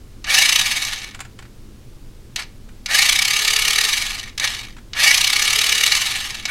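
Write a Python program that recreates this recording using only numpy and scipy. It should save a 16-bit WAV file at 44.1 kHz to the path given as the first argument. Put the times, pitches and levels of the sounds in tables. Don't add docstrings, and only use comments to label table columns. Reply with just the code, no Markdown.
import sys
import numpy as np
from scipy import signal
from scipy.fft import rfft, irfft
from scipy.io import wavfile
from scipy.ndimage import uniform_filter1d

SR = 44100
rng = np.random.default_rng(int(sys.argv[2]) if len(sys.argv) > 2 else 0)


def waveform_to_disk(signal):
    frames = np.transpose(np.atleast_2d(signal))
    scaled = np.clip(frames, -1, 1) * 32767
    samples = np.round(scaled).astype(np.int16)
    wavfile.write(sys.argv[1], SR, samples)


N = 286650
T = np.arange(N) / SR

# (start [s], held [s], coasting [s], top speed [Hz], relative level [dB],
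# axle position [knocks], coasting knock rate [Hz], relative slack click level [dB], its relative treble [dB])
THROTTLE_PRESSES = [(0.242, 0.37, .6, 429.4, 0, 0.068, 18.6, -22, -22),
                    (2.359, .036, .065, 440.5, -0.5, 0.39, 37, -17.5, -10.5),
                    (2.859, 0.99, .52, 446.5, -0.5, 0.31, 23.2, -19, -14),
                    (4.377, 0.069, .32, 439.2, -1.5, 0.85, 20, -19, -13),
                    (4.932, .944, .7, 451.6, 0, 0.888, 21, -23, -30),
                    (6.453, 0.27, 0.63, 446, -2.5, 0.7, 15.2, -15, -14.5)]
# (frequency [Hz], relative level [dB])
CHASSIS_COLOUR = [(250.0, -22), (500.0, -16.5), (700.0, -5), (1500.0, -7.5), (1750.0, -2), (2600.0, -0.5),
                  (4500.0, -6.5), (7000.0, -3), (10000.0, -6.5), (12000.0, -6.5), (13500.0, -17),
                  (15500.0, -21.5)]
# (frequency [Hz], width [Hz], lift [dB])
CHASSIS_MODES = [(819, 30, 8), (936, 14, 4.5), (1214, 188, 10), (1451, 45, 5.5), (1697, 110, 6),
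                 (1865, 284, 8), (2193, 187, 8.5), (2317, 103, 8), (2740, 400, 2.5), (2950, 595, 8),
                 (3430, 240, 4.5), (3812, 347, 9.5), (4250, 186, 1.5), (4407, 790, 10.5), (4870, 600, 1.5),
                 (5220, 720, 5), (5580, 150, 2.5), (6050, 230, 9.5), (6470, 310, 5.5), (7620, 340, 3.5),
                 (8830, 75, 3), (9480, 330, 5.5)]


def undb(db):
    return 10 ** (np.asarray(db) / 20)


def unit(x):
    return x / np.sqrt(np.mean(x ** 2))


def walk(rate):
    step = max(int(SR / rate), 1)
    held = rng.standard_normal(N)[np.arange(N) // step]
    return unit(uniform_filter1d(held, step))


def colour(x, points, modes=()):
    hz = np.maximum(np.fft.rfftfreq(4096, 1 / SR), 1)
    points = np.array(points)
    db = np.interp(np.log(hz), np.log(points[:, 0]), points[:, 1])
    for centre, width, lift_db in modes:
        db = db + lift_db / (1 + (2 * (hz - centre) / width) ** 2)
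    cepstrum = irfft(np.log(undb(db)))
    half = len(cepstrum) // 2
    cepstrum[1:half] *= 2
    cepstrum[half + 1:] = 0
    response = irfft(np.exp(rfft(cepstrum)))
    return signal.fftconvolve(x, response / np.linalg.norm(response))[:len(x)]


def split(x, hz):
    low = signal.sosfiltfilt(signal.butter(2, hz, fs=SR, output="sos"), x)
    return low, x - low


def throttle():
    kick_s, kick_share, spin_up_s = .035, .511, .25
    drive_db, drive_db_per_octave, strain_db = -18.5, 7.5, 9.5
    strain_rise_s, strain_fade_s, release_s = 0.1, 0.24, 0.027
    base_treble_db, treble_db_per_octave, strain_treble_db = 4, 4, 5.5
    dull_db, dull_s = -15.5, 0.06
    turns_per_knock, stray_knocks_per_s = 12.04, 0.13
    driven_flail_db, overshoot_db, coast_flail_db = 11.5, 11.5, 7
    flail_rise_s, flail_settle_s = 0.28, 0.14

    presses = np.array(THROTTLE_PRESSES)
    latest = np.maximum(np.searchsorted(presses[:, 0], T, side="right") - 1, 0)
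    start, held, coasting, top_hz, press_db, axle, rock_hz, *_ = presses[latest].T
    age = np.maximum(T - start, 0)
    driven = np.minimum(age, held)
    released = np.maximum(age - held, 0)

    speed = np.minimum(driven / kick_s, 1) * (1 - (1 - kick_share) * np.exp(-driven / spin_up_s))
    speed = speed * np.maximum(1 - released / coasting, 0)
    octaves = np.log2(np.maximum(speed, 1e-6))
    power = np.maximum(1 - released / release_s, 0)
    strain = power * np.minimum(age / strain_rise_s, 1) * np.exp(-(age / strain_fade_s) ** 2)

    knocks = np.cumsum(top_hz * speed) / SR / turns_per_knock
    knocks = axle + knocks - np.interp(start, T, knocks) + stray_knocks_per_s * age * walk(14)
    extra_db = overshoot_db * np.exp(-age / flail_settle_s)
    flail_db = coast_flail_db + power * (driven_flail_db - coast_flail_db + extra_db)
    treble_db = base_treble_db + treble_db_per_octave * octaves + strain_treble_db * strain
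    return dict(
        shaft_hz=top_hz * speed,
        coasting=(released > 0) & (speed > 0),
        level_db=drive_db + press_db + drive_db_per_octave * octaves + strain_db * strain,
        treble_db=treble_db + dull_db * np.exp(-age / dull_s),
        knocks=np.where(released > 0, released * rock_hz, knocks),
        flail_db=flail_db * np.minimum(age / flail_rise_s, 1))


def drivetrain(motor, flutter=.006, low_surge=0.61):
    shaft_hz = motor["shaft_hz"]
    turns = np.cumsum(shaft_hz * (1 + flutter * walk(60))) / SR
    level, bright = undb(motor["level_db"]), undb(motor["treble_db"])
    rest, high = split(gears(shaft_hz, turns) + whine(shaft_hz, turns), 2770)
    low, middle = split(rest, 1720)
    load = axle_load(motor["knocks"], motor["flail_db"])
    upper_force = shifting_contact((middle + bright * high) * load)
    low_force = (low + whirr(shaft_hz, turns)) * load ** low_surge
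    force = (upper_force + low_force) * uniform_filter1d(level, SR // 200)
    return chassis(force) + shaft_hum(shaft_hz, turns)


def gears(shaft_hz, turns, count=12, size=48, scatter_db=3.0, tooth_db=1.0, rub_db=0,
          ring_s=0.0018, backlash_s=.00005, even_hz=380):
    tooth = np.floor(turns * count).astype(int)
    hits = np.flatnonzero(np.diff(tooth))
    fit, flank = rng.standard_normal((size, 2))[tooth[hits] % size].T
    force, late = rng.standard_normal((N // 10, 2))[:len(hits)].T
    force = force * (2 - np.minimum(shaft_hz[hits] / even_hz, 1))
    at = np.clip(hits + np.round(backlash_s * SR * late).astype(int), 0, N - 1)
    strength = undb(scatter_db * force + tooth_db * fit)
    blows = np.zeros(N)
    blows[at] = np.sign(flank) * strength / np.sqrt(shaft_hz[hits] + 20)
    blows /= np.sqrt(np.mean(blows[shaft_hz > 20] ** 2))
    fade = np.exp(-1 / (ring_s * SR))
    contact = signal.lfilter([1 - fade], [1, -fade], blows ** 2)
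    scrape = np.sqrt(contact) * rng.standard_normal(N)
    return (blows + undb(rub_db) * scrape) / np.sqrt(1 + undb(rub_db) ** 2)


def rough_band(order, turns, rasp_hz):
    envelope = walk(rasp_hz) + 1j * walk(rasp_hz)
    return np.real(envelope * np.exp(2j * np.pi * order * turns))


def whine(shaft_hz, turns, free_hz=400, slip_hz=110, whine_db=-13.0, rasp_hz=70):
    # (multiple of the shaft rate, relative level [dB])
    growl_orders = [(2, -4), (2.5, -9.5), (5.75, 0.5), (6.75, -2.5), (8.75, -4)]
    speeding_up = (np.gradient(shaft_hz) > 0) & (shaft_hz > free_hz / 2)
    pulling = uniform_filter1d(1. * speeding_up, SR // 40)
    torque = pulling * np.clip((free_hz - shaft_hz) / slip_hz, 0, 1)
    tone = sum(undb(db) * rough_band(order, turns, rasp_hz) for order, db in growl_orders)
    return undb(whine_db) * torque * tone


def whirr(shaft_hz, turns, order=3, full_hz=430, whirr_db=-18, rasp_hz=330):
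    return undb(whirr_db) * (shaft_hz / full_hz) ** 2 * rough_band(order, turns, rasp_hz)


def axle_load(knocks, flail_db, sharp=2.4, scatter=0.17):
    strength = 1 + scatter * rng.standard_normal(100)[np.round(knocks).astype(int) % 100]
    surge = np.abs(np.cos(np.pi * knocks)) ** (2 * sharp)
    swell = undb(flail_db * strength * surge)
    local_power = uniform_filter1d(uniform_filter1d(swell ** 2, SR // 10), SR // 15)
    return swell / np.sqrt(local_power)


def shifting_contact(force, rate=33, path_s=.0012, share=0.34):
    spot = (T * rate).astype(int)
    lag = 4 + (path_s * SR * rng.random(N)[spot]).astype(int)
    flank = np.sign(rng.standard_normal(N))[spot]
    second_path = share * flank * force[np.maximum(np.arange(N) - lag, 0)]
    return (force + second_path) / np.sqrt(1 + share ** 2)


def chassis(force):
    return colour(force, CHASSIS_COLOUR, CHASSIS_MODES)


def shaft_hum(shaft_hz, turns, mode_hz=436, width_hz=32, hum_db=-43):
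    response = 1 / (1 + (2 * (shaft_hz - mode_hz) / width_hz) ** 2)
    return undb(hum_db + 2.8 * walk(25)) * response * np.sin(2 * np.pi * turns)


def contacts(table, rise_s, decay_s, gain_db, treble_db):
    force = np.zeros(N + SR)
    t = T[:SR // 20]
    shape = (1 - np.exp(-t / rise_s)) * np.exp(-t / decay_s)
    shape = shape / shape.max()
    for s, db, bright_db in table:
        low, high = split(rng.standard_normal(len(t)), 6600)
        i = int(s * SR)
        burst = low + undb(bright_db + treble_db) * high
        force[i:i + len(t)] += undb(db + gain_db) * shape * burst
    return force[:N]


def coasting_ticks(motor, count=150, slow_hz=230, above_db=7, scatter_db=1.5, treble_db=-10):
    at = ((np.arange(count) + rng.random(count)) * (N - 1) / count).astype(int)
    peak_db = motor["level_db"][at] + above_db + scatter_db * rng.standard_normal(count)
    loose = motor["coasting"][at] & (motor["shaft_hz"][at] < slow_hz)
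    return [(s, db, treble_db) for s, db in zip(T[at[loose]], peak_db[loose])]


def drive_clicks(motor):
    # (time [s], relative level [dB], relative treble [dB])
    hard_knocks = [(0.849, -15, 1), (1.016, -23, -12), (1.051, -33, -16), (2.37, -23, -10),
                   (2.418, -36, -8), (3.482, -5, -16), (3.561, -7, -6), (4.194, -19, -2), (4.397, -9.5, -5),
                   (4.44, -6.5, -28), (4.474, -7.5, -12), (4.546, -16.5, -10), (5.919, -0.5, -30),
                   (5.95, -5.5, -2)]
    # (frequency [Hz], width [Hz], lift [dB])
    tooth_modes = [(5040, 4300, 7.5), (7250, 1100, 2.5)]
    slack = [(start, click_db, treble_db) for start, *_, click_db, treble_db in THROTTLE_PRESSES]
    snaps = contacts(slack, rise_s=0.003, decay_s=0.0043, gain_db=-0.5, treble_db=13.5)
    knocks = contacts([*hard_knocks, *coasting_ticks(motor)],
                      rise_s=0.0036, decay_s=0.0031, gain_db=-6, treble_db=6.5)
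    return colour(snaps + knocks, CHASSIS_COLOUR, [*CHASSIS_MODES, *tooth_modes])


def plastic_taps():
    # (time [s], relative level [dB], relative treble [dB])
    tap_times = [(1.147, -25, -5), (1.191, -27.5, -12), (1.204, -18.5, -2), (1.249, -29.5, -10),
                 (1.389, -26.5, -10), (1.424, -32.5, -14), (1.452, -37, -23), (2.688, -35, -16),
                 (4.766, -30.5, -16), (4.783, -32, -17)]
    # (frequency [Hz], relative level [dB])
    tap_spectrum = [(300, -40), (750, 2), (1050, -1), (1400, 4), (2000, 1), (4000, -6), (6200, -10.5),
                    (7400, -0.5), (9000, -8), (15000, -24)]
    force = contacts(tap_times, rise_s=0.00061, decay_s=0.0078, gain_db=-7.5, treble_db=2)
    return colour(force, tap_spectrum)


def reverb(x, t60_s=0.24, wet_db=-15, dull_hz=7000):
    t = T[:SR // 2]
    diffuse = split(rng.standard_normal(len(t)), dull_hz)[0]
    tail = diffuse * undb(-60 * t / t60_s) * (t > .003)
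    return x + undb(wet_db) * signal.fftconvolve(x, tail / np.linalg.norm(tail))[:N]


def background(air_db=-39, hum_db=-3):
    # (frequency [Hz], relative level per hertz [dB])
    room_spectrum = [(15, -5.5), (27, 1.5), (42, -9), (65, -12.5), (120, -10), (155, -23), (205, -17.5),
                     (310, -22.5), (470, -27.5), (650, -35.5), (1900, -40.5), (4500, -41.5), (10000, -47),
                     (15500, -52)]
    # (frequency [Hz], relative level [dB])
    fan_lines = [(26.9, -50.5), (209.9, -57.5), (258.4, -66), (333.8, -61)]
    hum = np.zeros(N)
    for hz, db in fan_lines:
        gain = undb(db + hum_db + 2 * walk(5)) * np.sqrt(2)
        hum += gain * np.sin(2 * np.pi * hz * T + 0.61 * walk(2.46))
    return unit(colour(rng.standard_normal(N), room_spectrum)) * undb(air_db) + hum


def scene():
    motor = throttle()
    truck = drivetrain(motor) + drive_clicks(motor) + plastic_taps()
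    return (reverb(truck) + background())[None]


def record(dry):
    top_hz = 15900
    low_pass = signal.ellip(8, .2, 70, top_hz, fs=SR, output="sos")
    return signal.sosfilt(low_pass, np.tanh(dry))


dry = scene()
out = record(dry)
waveform_to_disk(out)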